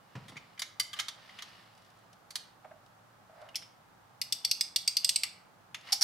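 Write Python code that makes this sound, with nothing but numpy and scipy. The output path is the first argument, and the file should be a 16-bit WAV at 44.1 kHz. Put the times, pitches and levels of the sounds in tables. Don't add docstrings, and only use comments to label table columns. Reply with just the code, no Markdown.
import sys
import numpy as np
from scipy import signal
from scipy.fft import rfft, irfft, next_fast_len
from scipy.io import wavfile
from scipy.ndimage import uniform_filter1d, map_coordinates

SR = 44100
rng = np.random.default_rng(int(sys.argv[2]) if len(sys.argv) > 2 else 0)


def inscribe(sig):
    pcm = np.round(np.clip(np.atleast_2d(sig).T, -1, 1) * 32767)
    wavfile.write(sys.argv[1], SR, pcm.astype(np.int16))


N = 265923
SIZE = 8192
T = np.arange(SIZE) / SR
HZ = np.fft.rfftfreq(SIZE, 1 / SR)

# f/Hz, level/dB
GRIP_COLOUR = [(200, -42.5), (450, -12.5), (620, 9.5), (800, 4.5), (1000, -4), (1500, -4), (2200, -11),
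               (4000, -30), (12000, -47)]


def amp(db):
    return 10 ** (np.asarray(db) / 20)


def unit(x):
    return x / np.sqrt(np.mean(x ** 2) + 1e-20)


def along(points, hz):
    f, value = np.transpose(points)
    return np.interp(np.log(hz + 1), np.log(f + 1), value)


def add(track, s, sound):
    start = max(round(s * SR), 0)
    part = sound[:, :max(N - start, 0)]
    track[:, start:start + part.shape[1]] += part


def causal(gain):
    cepstrum = irfft(np.log(np.maximum(gain, 1e-6)))
    cepstrum[1:SIZE // 2] *= 2
    cepstrum[SIZE // 2 + 1:] = 0
    return np.exp(rfft(cepstrum))


def peaks(modes):
    power = 1
    for hz, width, db in modes:
        power = power + amp(db) ** 2 * 2 / (1 + (2 * (HZ - hz) / width) ** 2)
    return np.sqrt(power)


def pair(alike, size):
    mid, side = rfft(rng.standard_normal((2, size)))
    turn = np.arccos(np.clip(alike, -1, 1)) / 2
    left = np.cos(turn) * mid + np.sin(turn) * side
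    right = np.cos(turn) * mid - np.sin(turn) * side
    return irfft([left, right], size)


def rush(spectrum, likeness):
    size = next_fast_len(N, True)
    hz = np.fft.rfftfreq(size, 1 / SR)
    noise = rfft(pair(along(likeness, hz), size))
    return unit(irfft(noise * amp(along(spectrum, hz)), size)[:, :N])


def blow(gain, rise, hold, t60, alike):
    fade = amp(-60 * np.maximum(T - hold, 0) / t60)
    chatter = pair(alike, SIZE) * (1 - np.exp(-T / rise)) * fade
    sound = irfft(rfft(chatter) * causal(gain))
    power = uniform_filter1d(np.mean(sound ** 2, axis=0), size=132)
    return sound / np.sqrt(power.max())


def weighted(gain, bands):
    shape, rest = np.zeros(len(HZ)), np.ones(len(HZ), bool)
    for low, high, db in bands:
        inside = (HZ >= low) & (HZ < high)
        shape[inside] = db - 10 * np.log10(np.sum(gain[inside] ** 2))
        rest &= ~inside
    left_over = max(1 - sum(amp(db) ** 2 for _, _, db in bands), 0.15)
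    shape[rest] = 10 * np.log10(left_over / np.sum(gain[rest] ** 2))
    return gain * amp(uniform_filter1d(shape, size=70))


def ventilation():
    # f/Hz, level/dB
    air_colour = [(15, -49.5), (25, -23.5), (48, -13), (76, -16.5), (108, -2), (141, -11.5), (180, -6),
                  (416, -13), (840, -5), (962, -8.5), (1260, -7.5), (2350, -20), (4370, -24), (9570, -31),
                  (16000, -32.5)]
    # f/Hz, level/dB
    hum_colour = [(85, -48), (104, -10), (119, -4), (134, -16), (180, -6.5), (240, -32), (500, -120)]
    # f/Hz, likeness (1 = the same)
    air_likeness = [(40, 0.84), (120, 1), (250, 0.2), (500, 0.41), (1000, 0.2), (4000, 0.055), (12000, 0.1)]
    air_db, hum_db = -60.92, -72.5
    return amp(air_db) * rush(air_colour, air_likeness) + amp(hum_db) * rush(hum_colour, air_likeness)


def workshop(x):
    # f/Hz, t60/s
    echo_t60 = [(200, 0.61), (1300, 0.58), (4500, 0.37), (8000, 0.33), (15000, .26)]
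    # f/Hz, likeness (1 = the same)
    tail_likeness = [(120, 0.97), (400, 0.93), (2500, 0.5), (6000, 0.9), (12000, .35)]
    out, stretch, size = np.zeros((2, N)), SIZE // 2, SIZE * 2
    likeness = along(tail_likeness, np.fft.rfftfreq(size, 1 / SR))
    for start in range(0, N, stretch):
        hz, t, z = signal.stft(pair(likeness, size), SR, nperseg=256)
        fade = amp(-60 * t / along(echo_t60, hz)[:, None])
        build_up = 1 - np.exp(-t / 0.002)
        tail = signal.istft(z * fade * build_up, SR, nperseg=256)[1]
        tail = tail / np.linalg.norm(tail[0])
        add(out, start / SR, signal.fftconvolve(x[:, start:start + stretch], tail, axes=1))
    return out


def knocks():
    # t/s, level/dB (before the 6 dB cut below)
    thuds = [(.153, -33.5), (.356, -44)]
    # t/s, level/dB (before the 2 dB cut below)
    bumps = [(2.645, -43.5), (2.709, -45.5), (3.293, -50.5), (3.419, -45.5)]
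    # f/Hz, level/dB
    bench_colour = [(40, -48), (80, -13), (115, 4.5), (190, .5), (250, -4), (380, -16.5), (900, -15),
                    (2000, -20), (5000, -29), (12000, -51)]
    out = np.zeros((2, N))
    (grabbed, grab_db), (lifted, _) = thuds
    heel = [(grabbed + 0.008, grab_db - 13)]
    rock_s = 0.033
    rock_times = np.arange(grabbed + rock_s, lifted - rock_s / 2, rock_s)
    rocking = [(s, -47.5 + 0.5 * k) for k, s in enumerate(rock_times)]
    bench = amp(along(bench_colour, HZ))
    for s, db in list(thuds) + heel + rocking:
        add(out, s, amp(db - 6) * blow(bench, rise=0.00074, hold=0.0019, t60=0.12, alike=0.99))
    grip = amp(along(GRIP_COLOUR, HZ))
    for s, db in bumps:
        add(out, s, amp(db - 2) * blow(grip, rise=0.00069, hold=0.0068, t60=0.058, alike=0.85))
    return out


def friction(strokes, gain, grain_db):
    t = np.arange(N) / SR
    power = sum(amp(db) ** 2 * np.exp(-((t - s) / half) ** 2 * 2) for s, half, db in strokes)
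    slips = map_coordinates(rng.standard_normal(N), [t * 260], order=1)
    scrape = amp(grain_db * slips) * pair(0.58, size=next_fast_len(N, True))[:, :N]
    rubbed = signal.fftconvolve(scrape, irfft(causal(gain))[None], axes=1)[:, :N]
    return np.sqrt(power) * unit(rubbed)


def rubbing():
    # t of the middle/s, half length/s, level/dB
    slides = [(.33, 0.27, -64.5), (.975, 0.017, -48.5), (1.42, 0.25, -56), (1.85, 0.23, -68.5),
              (3.43, 0.099, -69), (5.89, 0.045, -48.5)]
    # t of the middle/s, half length/s, level/dB
    drags = [(1.185, 0.017, -58), (2.68, .046, -69), (3.43, 0.092, -54.5)]
    # f/Hz, level/dB
    sliding_colour = [(300, -11), (900, 5.5), (2000, 2.5), (3300, 3.5), (5000, 3), (6500, -11),
                      (10000, -14), (16000, -24)]
    steel_rings = [(1826, 82, 4.5), (2100, 60, 1.6), (2904, 33, 8.1)]  # f/Hz, width/Hz, level/dB
    steel = amp(along(sliding_colour, HZ)) * peaks(steel_rings)
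    grip = amp(along(GRIP_COLOUR, HZ))
    return friction(slides, steel, grain_db=2) + friction(drags, grip, grain_db=0.5)


def wire():
    # t/s, level/dB (before the 12.5 dB cut below)
    ticks = [(1.776, -49.5), (2.129, -45), (2.8609, -50.5), (3.4144, -47.5), (5.8102, -45)]
    # f/Hz, level/dB
    strand_colour = [(1000, -28), (3000, 1), (5200, 1.5), (7000, -7), (10000, -6.5), (16000, -28)]
    out = np.zeros((2, N))
    feed_s, step_s = 1.755, 0.033
    feed = []
    for k, (late, hard) in enumerate(rng.standard_normal(size=(8, 2))):
        feed.append((feed_s + step_s * (k + 0.28 * late), -53.5 + 2.5 * hard))
    strands = amp(along(strand_colour, HZ))
    for s, db in list(ticks) + feed:
        add(out, s, amp(db - 12.5) * blow(strands, rise=0.00092, hold=0.0031, t60=0.032, alike=0.65))
    return out


def squeaks():
    # t/s, length/s, first f/Hz, level/dB
    squeak_list = [(.355, 0.03, 1851, -48), (3.544, 0.01, 2415, -40), (4.444, 0.0055, 2880, -36),
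                   (5.032, .012, 2540, -46), (5.089, 0.007, 2690, -35)]
    out = np.zeros((2, N))
    for s, length, first_hz, db in squeak_list:
        progress = np.minimum(T / length, 1)
        hz = first_hz * 1.35 ** progress + 900 * rng.standard_normal(SIZE)
        tone = np.sin(2 * np.pi * np.cumsum(hz) / SR)
        swell = np.sin(np.pi * progress)
        add(out, s, amp(db) * (swell * tone)[None])
    return out


def links():
    # t/s, level/dB, main ring f/Hz, how freely it rings/dB, length of the chatter/s
    clacks = [(.281, -50, 3640, 6, 0.018), (.367, -41.5, 2280, 20, 0.0071), (.577, -50, 2210, 16, 0.0044),
              (.5938, -33, 4720, 18, 0.0016), (.619, -29.5, 3720, -11, 0.0015),
              (0.7977, -22.5, 4780, 13, 0.0024), (.931, -38, 3140, 21.5, .008),
              (0.989, -31, 3050, 25, 0.0061), (.998, -28, 3650, -4, 0.0025),
              (1.0832, -32.5, 3440, 14, 0.0024), (1.292, -49.5, 2010, 5, .003),
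              (1.387, -42, 2400, -3, 0.0067), (1.422, -38.5, 3230, 11, 0.0016),
              (2.3058, -43.5, 4600, 0, 0.0024), (2.3553, -28.5, 4360, 8, 0.0023),
              (3.488, -51.5, 2880, 8, .002), (3.6217, -50, 2930, 4, 0.0018), (5.235, -36.5, 2180, 6, .004),
              (5.7448, -34.5, 2740, 3, .002), (5.888, -44, 2020, 16, .004)]
    # f/Hz, level/dB
    link_colour = [(250, -53), (700, -12.5), (1300, -1.5), (1700, -4.5), (2100, 3), (2600, -5.5),
                   (3200, 1.5), (5000, -4.5), (6400, -6), (7500, -5), (11000, -7.5), (15500, -22.5)]
    # f/Hz, width/Hz, level against the main ring/dB
    frame_rings = [(1190, 33, -2.5), (1640, 80, -4.5), (2020, 31, -10), (3060, 54, -5), (3650, 70, -10.5),
                   (4690, 64.5, -6), (5690, 65, -8), (6640, 80, -7)]
    gripped_s = 1.05
    usual_hz, usual_db = 3340, -31
    out = np.zeros((2, N))
    for s, db, ring_hz, ring_db, chatter_s in clacks:
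        damping, muffle_db = (4.5, -1.5) if s > gripped_s else (1, 0)
        octaves = np.log2(ring_hz / usual_hz)
        stronger = db - usual_db
        knock_db = -12 - 4 * octaves - 0.18 * stronger + muffle_db
        clack_db = -2.5 - 10 * octaves - 0.06 * stronger + muffle_db
        edge_db = -13.5 + 12 * octaves - 0.052 * stronger
        rings = [(ring_hz, 240, ring_db)]
        for hz, width, level in frame_rings:
            rings.append((hz, width * damping, level + ring_db - 10 * np.log10(damping)))
        body = amp(along(link_colour, HZ)) * peaks(rings)
        body = weighted(body, [(0, 1800, knock_db), (1800, 3700, clack_db), (7000, SR, edge_db)])
        add(out, s, amp(db) * blow(body, rise=0.00025, hold=chatter_s, t60=0.051, alike=0.746))
    return out


def jaws():
    # t/s, level of the hardest contact/dB, main ring f/Hz, time between contacts/s, rise per contact/dB
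    snaps = [(3.5562, -26, 5360, 0.0055, -10.5), (5.9213, -20.5, 4840, 0.0031, 3),
             (6.0106, -18, 5600, .0064, 4)]
    # f/Hz, level/dB
    jaw_colour = [(250, -41), (550, -28), (820, -16.5), (1050, -21.5), (1600, -19), (2150, -20),
                  (2650, -21), (3100, -8.5), (3900, -6), (4500, 4), (5600, 4), (6300, -3), (7200, -9),
                  (11000, -9.5), (15500, -23.5)]
    # f/Hz, width/Hz, level over the broad colour/dB
    jaw_rings = [(798, 56, 9), (2210, 290, 10.5), (2880, 200, -3), (5450, 500, -16)]
    usual_db = -19.5
    out, steel = np.zeros((2, N)), amp(along(jaw_colour, HZ)) * peaks(jaw_rings)
    contacts = np.arange(3)
    for s, db, ring_hz, gap_s, swell_db in snaps:
        stronger = db - usual_db
        knock_db = -20 + 1.24 * stronger
        clack_db = -15 - 0.89 * stronger
        edge_db = -9.5 - 0.074 * stronger
        body = steel * peaks([(ring_hz, 700, -1)])
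        body = weighted(body, [(0, 1800, knock_db), (1800, 3700, clack_db), (7000, SR, edge_db)])
        swell = swell_db * contacts
        for at, level in zip(s + gap_s * contacts, db + swell - swell.max()):
            add(out, at, amp(level) * blow(body, rise=0.0001, hold=0.001, t60=0.058, alike=0.72))
    return out


def ratchet():
    # t/s, level/dB, main ring f/Hz, share of the spring's ring/dB
    drops = [(4.2149, -25.5, 4900, -10.5), (4.3235, -22, 5450, -9), (4.4484, -20, 5400, -10.5),
             (4.5122, -20, 4420, -11), (4.6092, -20, 5100, -7), (4.76, -20, 4330, -9.5),
             (4.8764, -19.5, 4800, -6.5), (4.9682, -18.5, 4580, -13.5), (5.0452, -17.5, 4850, -7),
             (5.0915, -19, 4500, -6), (5.1593, -19, 4150, -3), (5.234, -21.5, 4400, -4.5)]
    # f/Hz, level/dB
    pawl_colour = [(400, -47.5), (1500, -38), (2100, -16.5), (2800, -15.5), (3300, -19.5), (4500, -4),
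                   (5500, -5.5), (7000, -16), (8200, -5), (8800, -15), (10300, -23.5), (11500, -14),
                   (13200, -29), (15500, -26.5)]
    # f/Hz, width/Hz, level over the broad colour/dB (before the scatter below)
    spring_rings = [(2226, 71, -3), (2814, 180, 2.5), (3440, 210, 6.5), (4530, 39, 0), (4680, 45, 0.5),
                    (4740, 29, -2), (4950, 70, 3.5), (8100, 66, 1.5), (8290, 160, 4.5)]
    usual_db = -20
    out, alike = np.zeros((2, N)), along([(3000, 0.91), (12000, 0.37)], HZ)
    for tooth, (s, db, ring_hz, spring_db) in enumerate(drops):
        weaker = usual_db - db
        clack_db = -17 + 0.39 * tooth + 0.93 * weaker
        edge_db = -11.5 - 0.27 * tooth + 0.3 * weaker
        rings = [(ring_hz, 300, 1)]
        for hz, width, level in spring_rings:
            rings.append((hz, width, level + 2 * rng.standard_normal()))
        body = amp(along(pawl_colour, HZ)) * peaks(rings)
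        body = weighted(body, [(0, 3200, clack_db), (7000, 9000, spring_db), (9000, SR, edge_db)])
        add(out, s, amp(db) * blow(body, rise=0.00024, hold=0.0015, t60=0.036, alike=alike))
    return out


def scene():
    tool = knocks() + rubbing() + wire() + squeaks() + links() + jaws() + ratchet()
    echo = amp(-10.5) * workshop(tool) * amp([[-0.4], [0.4]])
    return tool + echo + ventilation()


def record(dry):
    # f/Hz, left minus right/dB
    lean = [(200, 0), (700, -3), (2500, -0.3), (5000, -0.5), (9000, 0), (13000, 1)]
    top_hz = 15900
    size = next_fast_len(N + SIZE, True)
    hz = np.fft.rfftfreq(size, 1 / SR)
    colour = amp(np.outer([0.5, -0.5], along(lean, hz)))
    limit = 1 / (1 + (hz / top_hz) ** 120)
    return irfft(rfft(dry, size) * colour * limit, size)[:, :N]


dry = scene()
out = record(dry)
inscribe(out)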